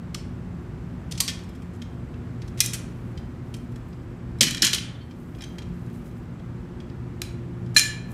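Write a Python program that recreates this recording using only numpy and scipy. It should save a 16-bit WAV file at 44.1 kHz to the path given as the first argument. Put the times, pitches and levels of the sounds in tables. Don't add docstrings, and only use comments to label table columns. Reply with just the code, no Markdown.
import sys
import numpy as np
from scipy import signal
from scipy.fft import rfft, irfft, next_fast_len
from scipy.io import wavfile
from scipy.ndimage import minimum_filter1d, map_coordinates

SR = 44100
rng = np.random.default_rng(int(sys.argv[2]) if len(sys.argv) > 2 else 0)


def boost(x):
    u = np.asarray(x, float) / 20
    return 10 ** u


def file_out(sig):
    cols = np.atleast_2d(sig).T
    lim = np.clip(cols, -1, 1)
    pcm = np.round(lim * 32767).astype(np.int16)
    wavfile.write(sys.argv[1], SR, pcm)


N = 358533

# (frequency [Hz], density [dB per Hz])
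VENTILATION_SPECTRUM = [(12, -63), (20, -35), (50, -6.5), (123, -5.5), (182, -8.5), (204, -13.5), (234, -9),
                        (270, -13.5), (357, -20), (624, -29), (1370, -33), (2200, -39.5), (3630, -48.5),
                        (7310, -56), (14700, -66.5), (16000, -81.5)]
# (frequency [Hz], level [dB rms], width [Hz])
MAINS_LINES = [(120.14, -41, 1.7), (176.5, -44.5, 1.2), (239.5, -49.5, 2.6), (348.1, -52, 0.6),
               (362, -55.5, 0.67), (7250, -82.5, 25), (7885, -83, 50)]
# (frequency [Hz], density [dB per Hz])
CLOTH_SPECTRUM = [(1500, -29.5), (4000, -7), (8000, -2), (13000, -3.5), (16000, -6)]
# (fastest [s], level [dB], speeding up [s], slowing down [s])
ARM_MOVES = [
    (1.3, -69.5, .25, .6),
    (3, -67.5, .5, .25),
    (3.7, -70, .35, .4),
    (5.35, -64, .35, .3),
    (6.05, -63.5, .35, 0.18),
    (8.12, -52, .04, .04),
]
# (frequency [Hz], level [dB])
IMPACT_SPECTRUM = [(500, -38.5), (1000, -21.5), (2000, -7), (3500, -4.5), (6000, -2), (9000, -8.5),
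                   (13000, -15.5), (16000, -29.5)]
# (frequency [Hz], level [dB], t60 [s])
GRIPPED_MODES = [(1160, -15.5, 0.067), (1775, -10.5, 0.23), (1766, -8, 0.14), (2387, -4.5, 0.55),
                 (2436, -11.5, 0.14), (2985, -10, .1), (3203, 7.5, 0.14), (3350, -1, 0.17), (3950, 1, 0.35),
                 (4215, -15, 0.068), (4750, -20.5, 0.09), (5380, -10, 0.18), (5308, 0, 0.3),
                 (5800, -6.5, 0.13), (7310, -6, .15), (8500, -7, 0.18), (9460, -5, 0.11),
                 (10600, -13, 0.16), (12190, -26, 0.065)]
# (time [s], level [dB], low band [dB], high band [dB], rattle length [s])
SLEEVE_JOINTS = [(0.1444, -29.5, -11, -14.5, 0.02), (1.1113, -38, -18, -9, 0.037),
                 (1.121, -32.5, -15, -16, 0.016), (1.176, -34, -16, -17, .035),
                 (1.199, -34, -9, -12.5, 0.041), (1.2027, -15, -16, -6, 0.025),
                 (1.278, -27.5, -11.5, -16.5, 0.068), (2.574, -46.5, -2.5, -8, 0.089),
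                 (2.59, -42, -11.5, -15, 0.034), (2.604, -4.5, -30, -4, 0.0066),
                 (2.607, -14.5, -9, -4, 0.021), (2.638, -33.5, -2, 1.5, .069),
                 (2.6599, -19.5, -16, 3, 0.011), (2.733, -27.5, -4, -1.5, 0.054),
                 (7.217, -20.5, -10.5, -11, 0.011), (7.745, -44, -12, -8, .08)]
# (time [s], level [dB], low band [dB], high band [dB])
FLOOR_STRIKES = [(4.3862, -46, -12, -8), (4.4078, -10, -15.5, -14), (4.424, -18.5, -16, -4),
                 (4.43, -16.5, -10.5, -13), (4.437, -18.5, -9.5, -12.5), (4.482, -32, 8.5, -14.5),
                 (4.5078, -27, -1.5, -1), (4.546, -25.5, -5.5, -15), (4.57, -28, -3.5, -12.5),
                 (4.578, -28, -14.5, -29), (4.62, -14, -27, -15), (4.6473, -14.5, -18, -9),
                 (4.667, -15.5, -23, -21), (4.675, -21, -6, -14), (4.7311, -15, -12, -17),
                 (4.745, -20.5, -11, -5), (4.782, -25.5, -9.5, -21.5)]
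# (time [s], level [dB], high band [dB])
HAND_TAPS = [(1.15, -46, -16), (1.7345, -61, 0), (1.748, -61, -2), (1.759, -64, 8), (1.818, -44, -16),
             (2.139, -60, -27), (2.418, -45.5, -21), (2.4777, -51, -9), (3.1747, -48, -19.5),
             (3.5402, -40.5, -8.5), (3.565, -56, 1.5), (3.72, -62, -1), (3.7581, -51.5, -11),
             (3.9284, -56.5, -29), (5.016, -59.5, -37.5), (5.1098, -53.5, -26), (5.3482, -54.5, -28),
             (5.385, -54, -22.5), (5.407, -44.5, -23), (5.419, -41, -15), (5.437, -40.5, -16),
             (5.583, -39, -19.5), (5.619, -47, -21), (6.0601, -61.5, -10.5), (6.3954, -61, -21),
             (6.8014, -52, -24), (6.8952, -57, -26), (7.6605, -59, -20.5)]
# (first tick [s], first gap [s], next gap over it [ratio], level [dB])
CORD_SLIPS = [
    (1.39, .046, 1.15, -55),
    (5.862, .035, 1.4, -63.5),
]
# (time [s], level [dB], frequency [Hz], t60 [s])
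MODE_PINGS = [(1.283, -30, 3253, 0.16), (5.585, -37, 3230, 0.061), (1.282, -34, 1800, 0.1),
              (2.14, -50, 2660, 0.061), (2.479, -55, 4118, .05), (2.605, -19, 2480, 0.06),
              (2.661, -39, 2430, 0.18), (3.175, -40, 3140, .06), (3.175, -44, 4900, 0.047),
              (3.929, -57, 4870, .05), (4.409, -17, 3182, 0.11), (4.408, -18, 4215, .067),
              (4.634, -23, 4215, .14), (4.629, -23, 2985, .12), (4.951, -46, 3510, .08),
              (5.009, -47, 3140, 0.1), (5.011, -52.5, 4408, .1), (5.109, -49.5, 3170, .05),
              (5.41, -41, 5340, .05), (5.422, -38, 3240, .07), (5.438, -40, 6201, .06),
              (5.437, -55, 2300, .06), (6.396, -54, 3320, 0.043), (6.802, -41, 3300, .035),
              (7.218, -30.5, 2440, 0.044), (1.205, -26.5, 1114, .03)]
# (time [s], level [dB], frequency [Hz], t60 [s])
SOFT_KNOCKS = [
    (1.205, -29.5, 1090, 0.051),
    (4.409, -30.5, 449, .18),
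    (4.411, -23.5, 190, 0.46),
    (4.62, -31, 250, 0.31),
    (4.731, -35.5, 293, 0.24),
    (7.218, -38, 995, 0.034),
    (.148, -33.5, 1100, 0.04),
]
# (time [s], level [dB], time to settle [s])
POLE_BOUNCES = [
    (4.409, -24.5, 0.24),
    (4.621, -17, 0.14),
    (4.732, -30, 0.11),
]
# (frequency [Hz], width [Hz], level [dB])
JOINED_MODES = [(1720, 120, -13), (2390, 130, -1.5), (2985, 130, 0.5), (3300, 85, 4.5), (4215, 130, 1),
                (4600, 150, -6), (5260, 160, -11.5), (6400, 270, -4.5), (7040, 270, -10), (8430, 400, -12)]
# (time [s], level [dB], rattle t60 [s], ring [dB])
FREE_SNAPS = [
    (7.7638, -9, 0.2, -0.5),
]
# (frequency [Hz], level [dB], t60 [s])
FREE_MODES = [(710, -23, 0.069), (1163, -12, 0.048), (1730, -21.5, 0.61), (1737, 4.5, 0.064),
              (2020, -17, 0.12), (2360, -8, 0.22), (2420, -1, 0.13), (2837, -16, .2), (3170, -12.5, 0.23),
              (3180, -7.5, 0.19), (3760, -18, 0.145), (3980, -24, 0.6), (4120, 8.5, 0.09), (4300, -21, .15),
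              (4650, -20, .15), (5150, -18, 0.4), (5954, -19, 0.34), (7120, -1.5, 0.21), (8250, -13, 0.33),
              (9300, -15, 0.31), (10520, -15, .22), (12190, -26, 0.13)]
# (frequency [Hz], t60 [s])
ROOM_DECAY = [(500, 0.98), (2000, .6), (5000, 0.39), (10000, 0.34), (16000, 0.16)]

JOINT_RING_DB, STRIKE_RING_DB, TAP_RING_DB = -21.5, -14.5, -13
STRIKE_S, DOUBLES_DB = 0.014, 12.5
TAP_LOW_DB, TAP_S = -5, 0.027
SLIP_LOW_DB, SLIP_HIGH_DB, SLIP_S = 2, -5, 0.036
SLIP_FADE_DB = 0.7


def unit(x):
    return x / np.sqrt(np.mean(x ** 2) + 1e-20)


def along(points, hz):
    f, value = np.transpose(points)
    return np.interp(np.log(hz + 1), np.log(f + 1), value)


def wobble(rate, size):
    knots = rng.standard_normal(size // 16)[:int(size * rate / SR) + 4]
    return map_coordinates(knots, [np.arange(size) * rate / SR])


def noise(gain, size):
    m = next_fast_len(size)
    spectrum = rfft(rng.standard_normal(m)) * gain(np.fft.rfftfreq(m, 1 / SR))
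    return unit(irfft(spectrum, m)[:size])


def add(track, s, sound):
    part = track[round(s * SR):][:len(sound)]
    part += sound[:len(part)]


def onset(t, rise_s):
    return 1 - np.exp(-t / rise_s)


def ringing(modes, t, scatter_db):
    hz, db, t60 = np.transpose(modes)
    phase = np.exp(2j * np.pi * rng.random(len(hz)))
    strength = boost(db + scatter_db * rng.standard_normal(len(hz))) * phase
    decaying = np.exp(np.outer(t, 2j * np.pi * hz - np.log(1000) / t60))
    return (decaying @ strength).imag * onset(t, 0.00084)


def rattle(colour, size, lumpy_db):
    blows = noise(lambda f: boost(along(IMPACT_SPECTRUM, f) + along(colour, f)), size)
    return unit(boost(lumpy_db * wobble(1100, size)) * blows)


def ventilation():
    level = boost(-36 + 0.65 * wobble(2.3, N))
    hum = level * noise(lambda f: boost(along(VENTILATION_SPECTRUM, f)), N)
    for hz, db, width_hz in MAINS_LINES:
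        hum += boost(db) * noise(lambda f: 1 / (1 + ((f - hz) / width_hz) ** 2), N)
    return hum


def rustle():
    t = np.arange(N) / SR
    drag = boost(-78)
    for s, db, rise, fall in ARM_MOVES:
        drag = drag + boost(db - 10 * ((t - s) / np.where(t < s, rise, fall)) ** 2)
    scuffs = boost(2.4 * wobble(35, N) + 2.5 * wobble(400, N))
    hiss = noise(lambda f: boost(along(CLOTH_SPECTRUM, f)), N)
    return boost(-5) * drag * unit(scuffs * hiss)


def contacts():
    joints = [(*row, JOINT_RING_DB) for row in SLEEVE_JOINTS]
    strikes = [(*row, STRIKE_S * 2 ** ((row[1] + 26) / DOUBLES_DB), STRIKE_RING_DB) for row in FLOOR_STRIKES]
    taps = [(s, db, TAP_LOW_DB, high_db, TAP_S, TAP_RING_DB) for s, db, high_db in HAND_TAPS]
    slips = []
    for s, gap, slows, db in CORD_SLIPS:
        for k in range(5):
            tick_s = s + gap * (slows ** k - 1) / (slows - 1)
            slips.append((tick_s, db - SLIP_FADE_DB * k, SLIP_LOW_DB, SLIP_HIGH_DB, SLIP_S, TAP_RING_DB))
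    return joints + strikes + taps + slips


def poles():
    track, t = np.zeros(N), np.arange(SR // 12) / SR
    hz, mode_db, t60 = np.transpose(GRIPPED_MODES)
    first_blow = 1 + 0.23 * np.exp(-t / 0.001)
    for s, db, low_db, high_db, length, ring_db in contacts():
        tilt = [(1700, low_db + 10.5), (4500, 0), (11000, high_db + 9.5)]
        fade = boost(-60 * (t / np.clip(length, 0.004, 0.08)) ** 1.75)
        shape = fade * onset(t, 0.0009) * first_blow
        held_hz = hz * (1 + 0.02 * rng.standard_normal(len(hz)))
        held = np.c_[held_hz, mode_db + along(tilt, hz), 0.3 * t60]
        sound = shape * rattle(tilt, len(t), lumpy_db=2.5)
        sound += boost(ring_db - 1.5) * ringing(held, t, scatter_db=5)
        add(track, s, boost(db + 2.1) * sound)
    for s, db, ping_hz, ping_t60 in MODE_PINGS:
        ping = ringing([(ping_hz, db, ping_t60)], t, scatter_db=-0.5)
        add(track, s, ping * np.cos(np.pi / 2 * t / t[-1]))
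    return track


def thuds():
    track, t = np.zeros(N), np.arange(SR // 2) / SR
    for s, db, hz, t60 in SOFT_KNOCKS:
        body = noise(lambda f: 1 / (1 + (np.log((f + 1) / hz) / 0.45) ** 4), len(t))
        add(track, s, boost(db - 60 * t / t60) * onset(t, 0.0024) * body)
    return track


def chatter():
    track, t = np.zeros(N), POLE_BOUNCES[0][0] + np.arange(SR // 2) / SR
    shake = np.zeros(len(t))
    for s, db, settle in POLE_BOUNCES:
        age = np.maximum(t - s, 0)
        shake += boost(db - 60 * (age / settle) ** 2) * onset(age, 0.00091)
    knocks = rattle([(1700, 6.0), (4500, -1.5), (11000, -0.5)], len(t), lumpy_db=4.5)
    knocks = knocks * shake * boost(1.6 * wobble(200, len(t)))
    f = np.fft.rfftfreq(len(t), 1 / SR)
    modes = 0
    for k, (centre, width, db) in enumerate(JOINED_MODES):
        resonance = 1j * f * width / (centre * centre - f * f + 1j * f * width)
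        modes = modes + (-1) ** k * boost(db) * resonance
    response = boost(-4) + boost(5.0) * modes
    add(track, t[0], irfft(rfft(knocks) * response, len(t)))
    return track


def free_snap():
    track, t = np.zeros(N), np.arange(SR // 2) / SR
    for s, db, t60, ring_db in FREE_SNAPS:
        shape = boost(-60 * t / t60) * onset(t, 0.0007)
        crack = shape * rattle([(1700, 2.4), (11000, 2.3)], len(t), lumpy_db=9.0)
        ring = boost(ring_db - 1.0) * ringing(FREE_MODES, t, scatter_db=1)
        add(track, s, boost(db - 2.0) * (crack + ring))
    return track


def room_tail():
    hz, t, z = signal.stft(rng.standard_normal(SR // 2), SR, nperseg=256)
    decay = boost(-60 * t / along(ROOM_DECAY, hz)[:, None])
    tail = signal.istft(z * decay, SR, nperseg=256)[1]
    tail *= 1 - np.exp(-(np.arange(len(tail)) / SR / 0.0045) ** 2)
    return tail / np.linalg.norm(tail)


def in_room(x, wet_db):
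    out, step = x.copy(), SR // 4
    for start in range(0, N, step):
        answer = signal.fftconvolve(x[start:start + step], room_tail())
        add(out, start / SR, boost(wet_db) * answer)
    return out


def scene():
    background = ventilation() + rustle()
    metal = poles() + chatter() + free_snap()
    return (in_room(metal, wet_db=-9.0) + thuds() + background)[None]


def top_cut(x):
    return signal.sosfilt(signal.butter(12, 16540, fs=SR, output="sos"), x)


def record(dry):
    over_db = np.maximum(20 * np.log10(np.abs(dry[0]) + 1e-9) + 9, 0)
    held = -minimum_filter1d(-over_db, size=441)
    attack_s, release_s = 0.031, 0.25
    duck_db = signal.lfilter([1 / (attack_s * SR)], [1, 1 / (release_s * SR) - 1], held)
    x = dry * boost(-0.2 * np.minimum(duck_db, 12))
    x = x / (1 + np.abs(x / 0.98) ** 6) ** (1 / 6)
    m = next_fast_len(N)
    top_hz = 15600
    low_pass = 1 / (1 + (np.fft.rfftfreq(m, 1 / SR) / top_hz) ** 80)
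    x = irfft(rfft(x, m) * low_pass, m)[:, :N]
    return top_cut(x)


dry = scene()
out = record(dry)
file_out(out)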